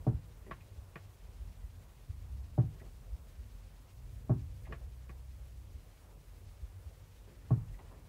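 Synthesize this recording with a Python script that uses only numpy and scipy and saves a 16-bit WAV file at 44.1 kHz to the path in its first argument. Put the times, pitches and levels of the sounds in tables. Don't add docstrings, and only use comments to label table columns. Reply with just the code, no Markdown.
import sys
import numpy as np
from scipy import signal
from scipy.fft import rfft, irfft, next_fast_len
from scipy.io import wavfile
from scipy.ndimage import uniform_filter1d

SR = 44100
rng = np.random.default_rng(int(sys.argv[2]) if len(sys.argv) > 2 else 0)


def put_to_file(sound):
    columns = np.atleast_2d(sound).T
    safe = np.clip(columns, -1, 1)
    whole_steps = np.round(safe * 32767)
    wavfile.write(sys.argv[1], SR, whole_steps.astype(np.int16))


N = 356504

# mode_hz, level_db, t60_s, polarity (sign at the microphone)
LEDGE_MODES = [(137.7, -38.5, 0.14, -1), (197, -33, 0.032, 1), (342, -41, 0.063, -1), (447, -39.5, 0.07, 1),
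               (500, -50.5, 0.1, -1), (670, -55, 0.13, 1), (745, -74, 0.11, -1), (1092, -36.5, 0.068, 1),
               (1140, -36.5, 0.053, -1), (1350, -46, 0.054, 1), (1650, -42.5, 0.032, -1),
               (1715, -45, 0.073, 1), (1910, -42.5, 0.061, -1), (2003, -49, 0.035, 1),
               (2190, -52, 0.041, 1), (2434, -46.5, 0.05, -1), (2930, -52.5, 0.029, 1),
               (3480, -66, 0.086, -1)]


def undb(db):
    return 10 ** (np.asarray(db) / 20)


def unit(x):
    return x / np.sqrt(np.mean(x ** 2))


def walk(rate_hz):
    hold = int(SR / rate_hz)
    steps = np.repeat(rng.standard_normal(N // hold + 1), hold)
    return unit(uniform_filter1d(uniform_filter1d(steps, hold), hold)[:N])


def noise(gain):
    size = next_fast_len(N)
    hz = np.arange(size // 2 + 1) * SR / size + 1
    spectrum = rfft(rng.standard_normal(size)) * gain(hz)
    return unit(irfft(spectrum, size)[:N])


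def shape(table):
    hz, db = np.transpose(table)
    return lambda f: undb(np.interp(np.log(f), np.log(hz), db))


def add(out, start_s, sound):
    i = int(start_s * SR)
    out[i:i + len(sound)] += sound[:N - i]


def strike(modes, contact_ms, tilt_db, scatter_db, detune):
    hz, db, t60, polarity = np.transpose(modes)[:, :, None]
    t = np.arange(int(.6 * SR)) / SR
    gain = np.sign(polarity) * undb(db + tilt_db[:, None] + scatter_db[:, None])
    tones = np.sin(2 * np.pi * hz * (1 + detune[:, None]) * t)
    decay = np.exp(-np.log(1000) * t / t60)
    ring = (gain * tones * decay).sum(0)
    push_t = t[:400]
    push = push_t * np.exp(-push_t * 1000 * 2 * np.pi / contact_ms)
    return np.convolve(ring, push / push.sum())


def rattle(db, low_hz, high_hz, t60, rise_ms):
    t = np.arange(int(.25 * SR)) / SR
    band = signal.butter(3, [low_hz, high_hz], "band", fs=SR, output="sos")
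    burst = unit(signal.sosfilt(band, rng.standard_normal(len(t))))
    rise = 1 - np.exp(-t * 1000 / rise_ms)
    return undb(db) * burst * rise * np.exp(-np.log(1000) * t / t60)


def hiss(split_hz=6500, low_flicker_db=1.5, high_flicker_db=0.8):
    # frequency_hz, relative_density_db
    hiss_spectrum = [(880, -50), (1500, -7.5), (1810, -4), (2520, -2.5), (3060, -3.5), (3690, -4),
                     (15500, -8.5)]
    hiss_db, whine_db, whine_hz = -70.5, -99, 8000
    buzz_hz, buzz_start, buzz_share, buzz_db = 100, .42, .2, 1.3
    t = np.arange(N) / SR
    gate = ((t * buzz_hz - buzz_start) % 1 < buzz_share) * 1.
    whine = undb(whine_db) * (1 + 2 * gate) * np.sin(2 * np.pi * whine_hz * t)
    steady = noise(shape(hiss_spectrum))
    low = signal.sosfiltfilt(signal.butter(2, split_hz, fs=SR, output="sos"), steady)
    high = steady - low
    flicker = low * undb(low_flicker_db * walk(60)) + high * undb(high_flicker_db * walk(35))
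    return flicker * undb(hiss_db + buzz_db * gate) + whine


def outside(level_db=-67, swell_db=1.0, rustle_db=1.5):
    # frequency_hz, relative_density_db
    air_spectrum = [(88, -37), (150, 3.5), (189, -12), (253, -7.5), (328, -10), (496, -8), (728, -12.5),
                    (945, -13.5), (1160, -15.5), (2470, -25), (4000, -35.5), (5200, -53), (8800, -120)]
    size = next_fast_len(N)
    air = rfft(noise(shape(air_spectrum)), size)
    octave = np.log2(np.arange(len(air)) * SR / size / 125 + 1e-9).clip(0, 5)
    bands = np.zeros(N)
    for k in range(6):
        band = irfft(air * (1 - abs(octave - k)).clip(0), size)[:N]
        bands += band * undb(rustle_db * walk(14))
    return bands * undb(level_db + swell_db * walk(0.92))


def drones(waver=0.0159):
    # start_s, length_s, pitch_hz, level_db, octave_db (against the pitch, at the start)
    engines = [(3.8, 1.88, 62.2, -50.5, -5), (2.186, 0.37, 69, -44, -35)]
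    swell_s, fade_s = 0.22, 0.11
    climb_db_per_s, octave_sag_db_per_s = 0.5, 6
    out, t = np.zeros(N), np.arange(N) / SR
    for start_s, length_s, hz, db, octave_db in engines:
        since = t - start_s
        phase = 2 * np.pi * np.cumsum(hz * (1 + waver * walk(9.1))) / SR
        edges = np.clip(since / swell_s, 0, 1) * np.clip((start_s + length_s - t) / fade_s, 0, 1)
        octave = undb(octave_db - octave_sag_db_per_s * np.maximum(since, 0)) * np.sin(2 * phase)
        tone = np.sqrt(2) * (np.sin(phase) + octave)
        out += tone * edges ** 2 * undb(db + climb_db_per_s * since)
    return out


def rumble(flicker_db=2.0):
    # time_s, level_db
    gusts = [(0.0, -50.5), (1.2, -61), (1.462, -53.5), (1.89, -58.5), (2.23, -53), (3.4, -54), (3.85, -59),
             (4.41, -48.5), (4.95, -59.5), (5.65, -55), (6.03, -59), (6.71, -57), (7.36, -58), (7.67, -50),
             (8.08, -58)]
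    # centre_hz, width_hz, level_db (over the gust curve)
    resonances = [(38.3, 7.1, -5.5), (47.3, 11, 1), (63.8, 38, -1.5), (95.2, 19.6, -2.5), (128.2, 21, -16),
                  (170, 120, -16)]
    bands = np.zeros(N)
    for hz, width_hz, db in resonances:
        band = noise(lambda f: 1 / (1 + ((f - hz * hz / f) / width_hz) ** 2))
        bands += undb(db + flicker_db * walk(8.3)) * band
    time_s, level_db = np.transpose(gusts)
    return bands * undb(np.interp(np.arange(N) / SR, time_s, level_db))


def thumps(length_cycles=3.36):
    # start_s, peak_db, pitch_hz
    presses = [(0.129, -30.5, 68), (0.76, -39.5, 70), (1.392, -38, 62.5), (1.62, -38.5, 64),
               (2.084, -33.5, 86), (2.294, -39, 64), (3.112, -33.5, 61.4), (3.368, -39.5, 68),
               (4.852, -40, 73), (5.731, -37.5, 69.5), (6.608, -35, 60.6), (6.846, -37.5, 68.6)]
    out = np.zeros(N)
    for (start_s, db, hz), turn in zip(presses, rng.random(len(presses))):
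        cycles = hz * np.arange(int(length_cycles / hz * SR)) / SR
        swell = np.sin(np.pi * cycles / length_cycles) ** 2
        add(out, start_s, undb(db) * swell * np.sin(2 * np.pi * (cycles + turn)))
    return out


def scuffs(grain_db=3.0, grain_ms=2.5, ledge_db=-4.5, even_share=0.67):
    # start_s, level_db, pitch_hz
    rubs = [(0.46, -60.5, 237), (0.464, -74, 2000), (0.604, -72.5, 2400), (2.742, -71, 417),
            (2.797, -71, 1900), (2.81, -64, 275), (2.858, -76, 814), (4.651, -69, 2220), (4.665, -68, 800),
            (4.688, -60, 238), (4.809, -72, 626), (6.152, -72, 220), (7.274, -67.5, 248),
            (7.735, -74, 1990), (7.787, -67, 790), (7.79, -73.5, 2080), (7.798, -68.5, 330),
            (7.909, -71.5, 770), (7.918, -70.5, 328)]
    base_s, drag_cycles = 0.016, 9.8
    base_width_hz, width_share = 210, 0.36
    out, still = np.zeros(N), np.zeros(len(LEDGE_MODES))
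    even_db = -even_share * np.array(LEDGE_MODES)[:, 1]
    ledge = strike(LEDGE_MODES, 0.071, even_db, still, still)[:SR // 10]
    for start_s, db, hz in rubs:
        length_s = base_s + drag_cycles / hz
        t = np.arange(int(3 * length_s * SR)) / SR
        sizes = undb(grain_db * rng.standard_normal(SR // 100))[(t * 1000 / grain_ms).astype(int)]
        envelope = (t / length_s) ** 0.33 * np.exp(-2 * t / length_s)
        grains = rng.standard_normal(len(t)) * sizes * envelope
        peak = signal.iirpeak(hz, hz / (base_width_hz + width_share * hz), SR)
        rub = signal.lfilter(*peak, signal.lfilter(*peak, grains))
        ring = signal.fftconvolve(rub, ledge)
        add(out, start_s, undb(db) * unit(rub))
        add(out, start_s, undb(db + ledge_db) * ring / np.sqrt(np.sum(ring ** 2) / len(t)))
    return out


def taps(thud_hz=560, ring_hz=(1000, 1300), clack_hz=1950, scatter_db=1.0, detune=0.012):
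    # start_s, level_db, contact_ms, low_thud_db, pane_ring_db, bright_clack_db
    claws = [(0.51, -2.5, 0.19, -4.5, 2, -9), (0.9562, -7, 0.099, -2.5, -5, 3),
             (4.723, -5.5, 0.063, -3, -5.5, -2), (5.0927, -16, 0.19, 2, 0, 5.5)]
    toe_ms, toe_db = 6.0, -5
    out, hz = np.zeros(N), np.array(LEDGE_MODES)[:, 0]
    chance = rng.standard_normal((len(claws), 4, len(LEDGE_MODES)))
    for (start_s, db, ms, thud_db, pane_db, clack_db), c in zip(claws, chance):
        pane = (hz > ring_hz[0]) * (hz < ring_hz[1])
        tilt_db = thud_db * (hz < thud_hz) + pane_db * pane + clack_db * (hz > clack_hz)
        first = strike(LEDGE_MODES, ms, tilt_db, scatter_db * c[0], detune * c[1])
        second = strike(LEDGE_MODES, ms, tilt_db, scatter_db * c[2], detune * c[3])
        add(out, start_s, undb(db) * first)
        add(out, start_s + toe_ms / 1000, undb(db + toe_db) * second)
        add(out, start_s, rattle(db - 43.5, 450, 2280, 0.13, 0.67))
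        add(out, start_s, rattle(db + clack_db - 54.5, 3800, 5200, 0.015, 1.0))
    return out


def knocks(split_hz=220, crack_hz=1000, scatter_db=3.0, detune=0.01):
    # start_s, level_db, contact_ms, treble_db, crack_db
    blows = [(0.0658, -1.5, 1.34, 3.5, -3), (2.5778, 1.5, 1.56, 1.5, -6.5), (4.2947, -0.5, 1.44, 3.5, -1.5),
             (7.506, 1, 1.45, -0.5, -0.5)]
    # mode_hz, level_db, t60_s, polarity (sign at the microphone)
    door_modes = [(64.2, -53.5, 0.77, 1), (74.8, -38, 0.5, 1), (89, -51, 0.19, 1), (109.35, -24, 0.33, 1),
                  (126.1, -19, 0.22, -1), (146.9, -35, 0.42, 1), (163.2, -34.5, 0.35, 1),
                  (173.1, -29.5, 0.13, 1), (186.7, -34.5, 0.22, -1), (234.3, -36, 0.21, 1),
                  (277, -44.5, 0.34, 1), (328, -35.5, 0.17, -1), (377.5, -44, 0.25, 1),
                  (431, -40, 0.16, -1), (592.7, -35, 0.081, 1), (661, -38, 0.099, -1),
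                  (754, -42.5, 0.15, -1), (775, -43, 0.13, -1), (960, -51, 0.15, 1), (1124, -39.5, 0.1, 1),
                  (1240, -63, 0.038, -1), (1680, -80, 0.044, 1), (1880, -60, 0.059, -1),
                  (2440, -47.5, 0.071, 1)]
    out, hz = np.zeros(N), np.array(door_modes)[:, 0]
    upper = hz > split_hz
    chance = rng.standard_normal((len(blows), 2, len(door_modes)))
    for (start_s, db, ms, treble_db, crack_db), c in zip(blows, chance):
        tilt_db = treble_db * upper + crack_db * (hz > crack_hz)
        blow = strike(door_modes, ms, tilt_db, scatter_db * c[0] * upper, detune * c[1] * upper)
        add(out, start_s, undb(db) * blow)
        add(out, start_s, rattle(db + treble_db - 47.0, 240, 943, 0.18, 6))
        add(out, start_s, rattle(db + treble_db + crack_db - 53.5, 900, 1620, 0.13, 4.7))
    return out


def scene():
    background = outside() + drones() + rumble() + thumps()
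    bird = scuffs() + taps() + knocks()
    return (background + bird)[None]


def record(dry, bass_hz=36, top_hz=15680):
    heard = signal.sosfilt(signal.butter(3, bass_hz, "high", fs=SR, output="sos"), dry) + hiss()
    return signal.sosfilt(signal.ellip(10, .2, 60, top_hz, fs=SR, output="sos"), heard)


dry = scene()
out = record(dry)
put_to_file(out)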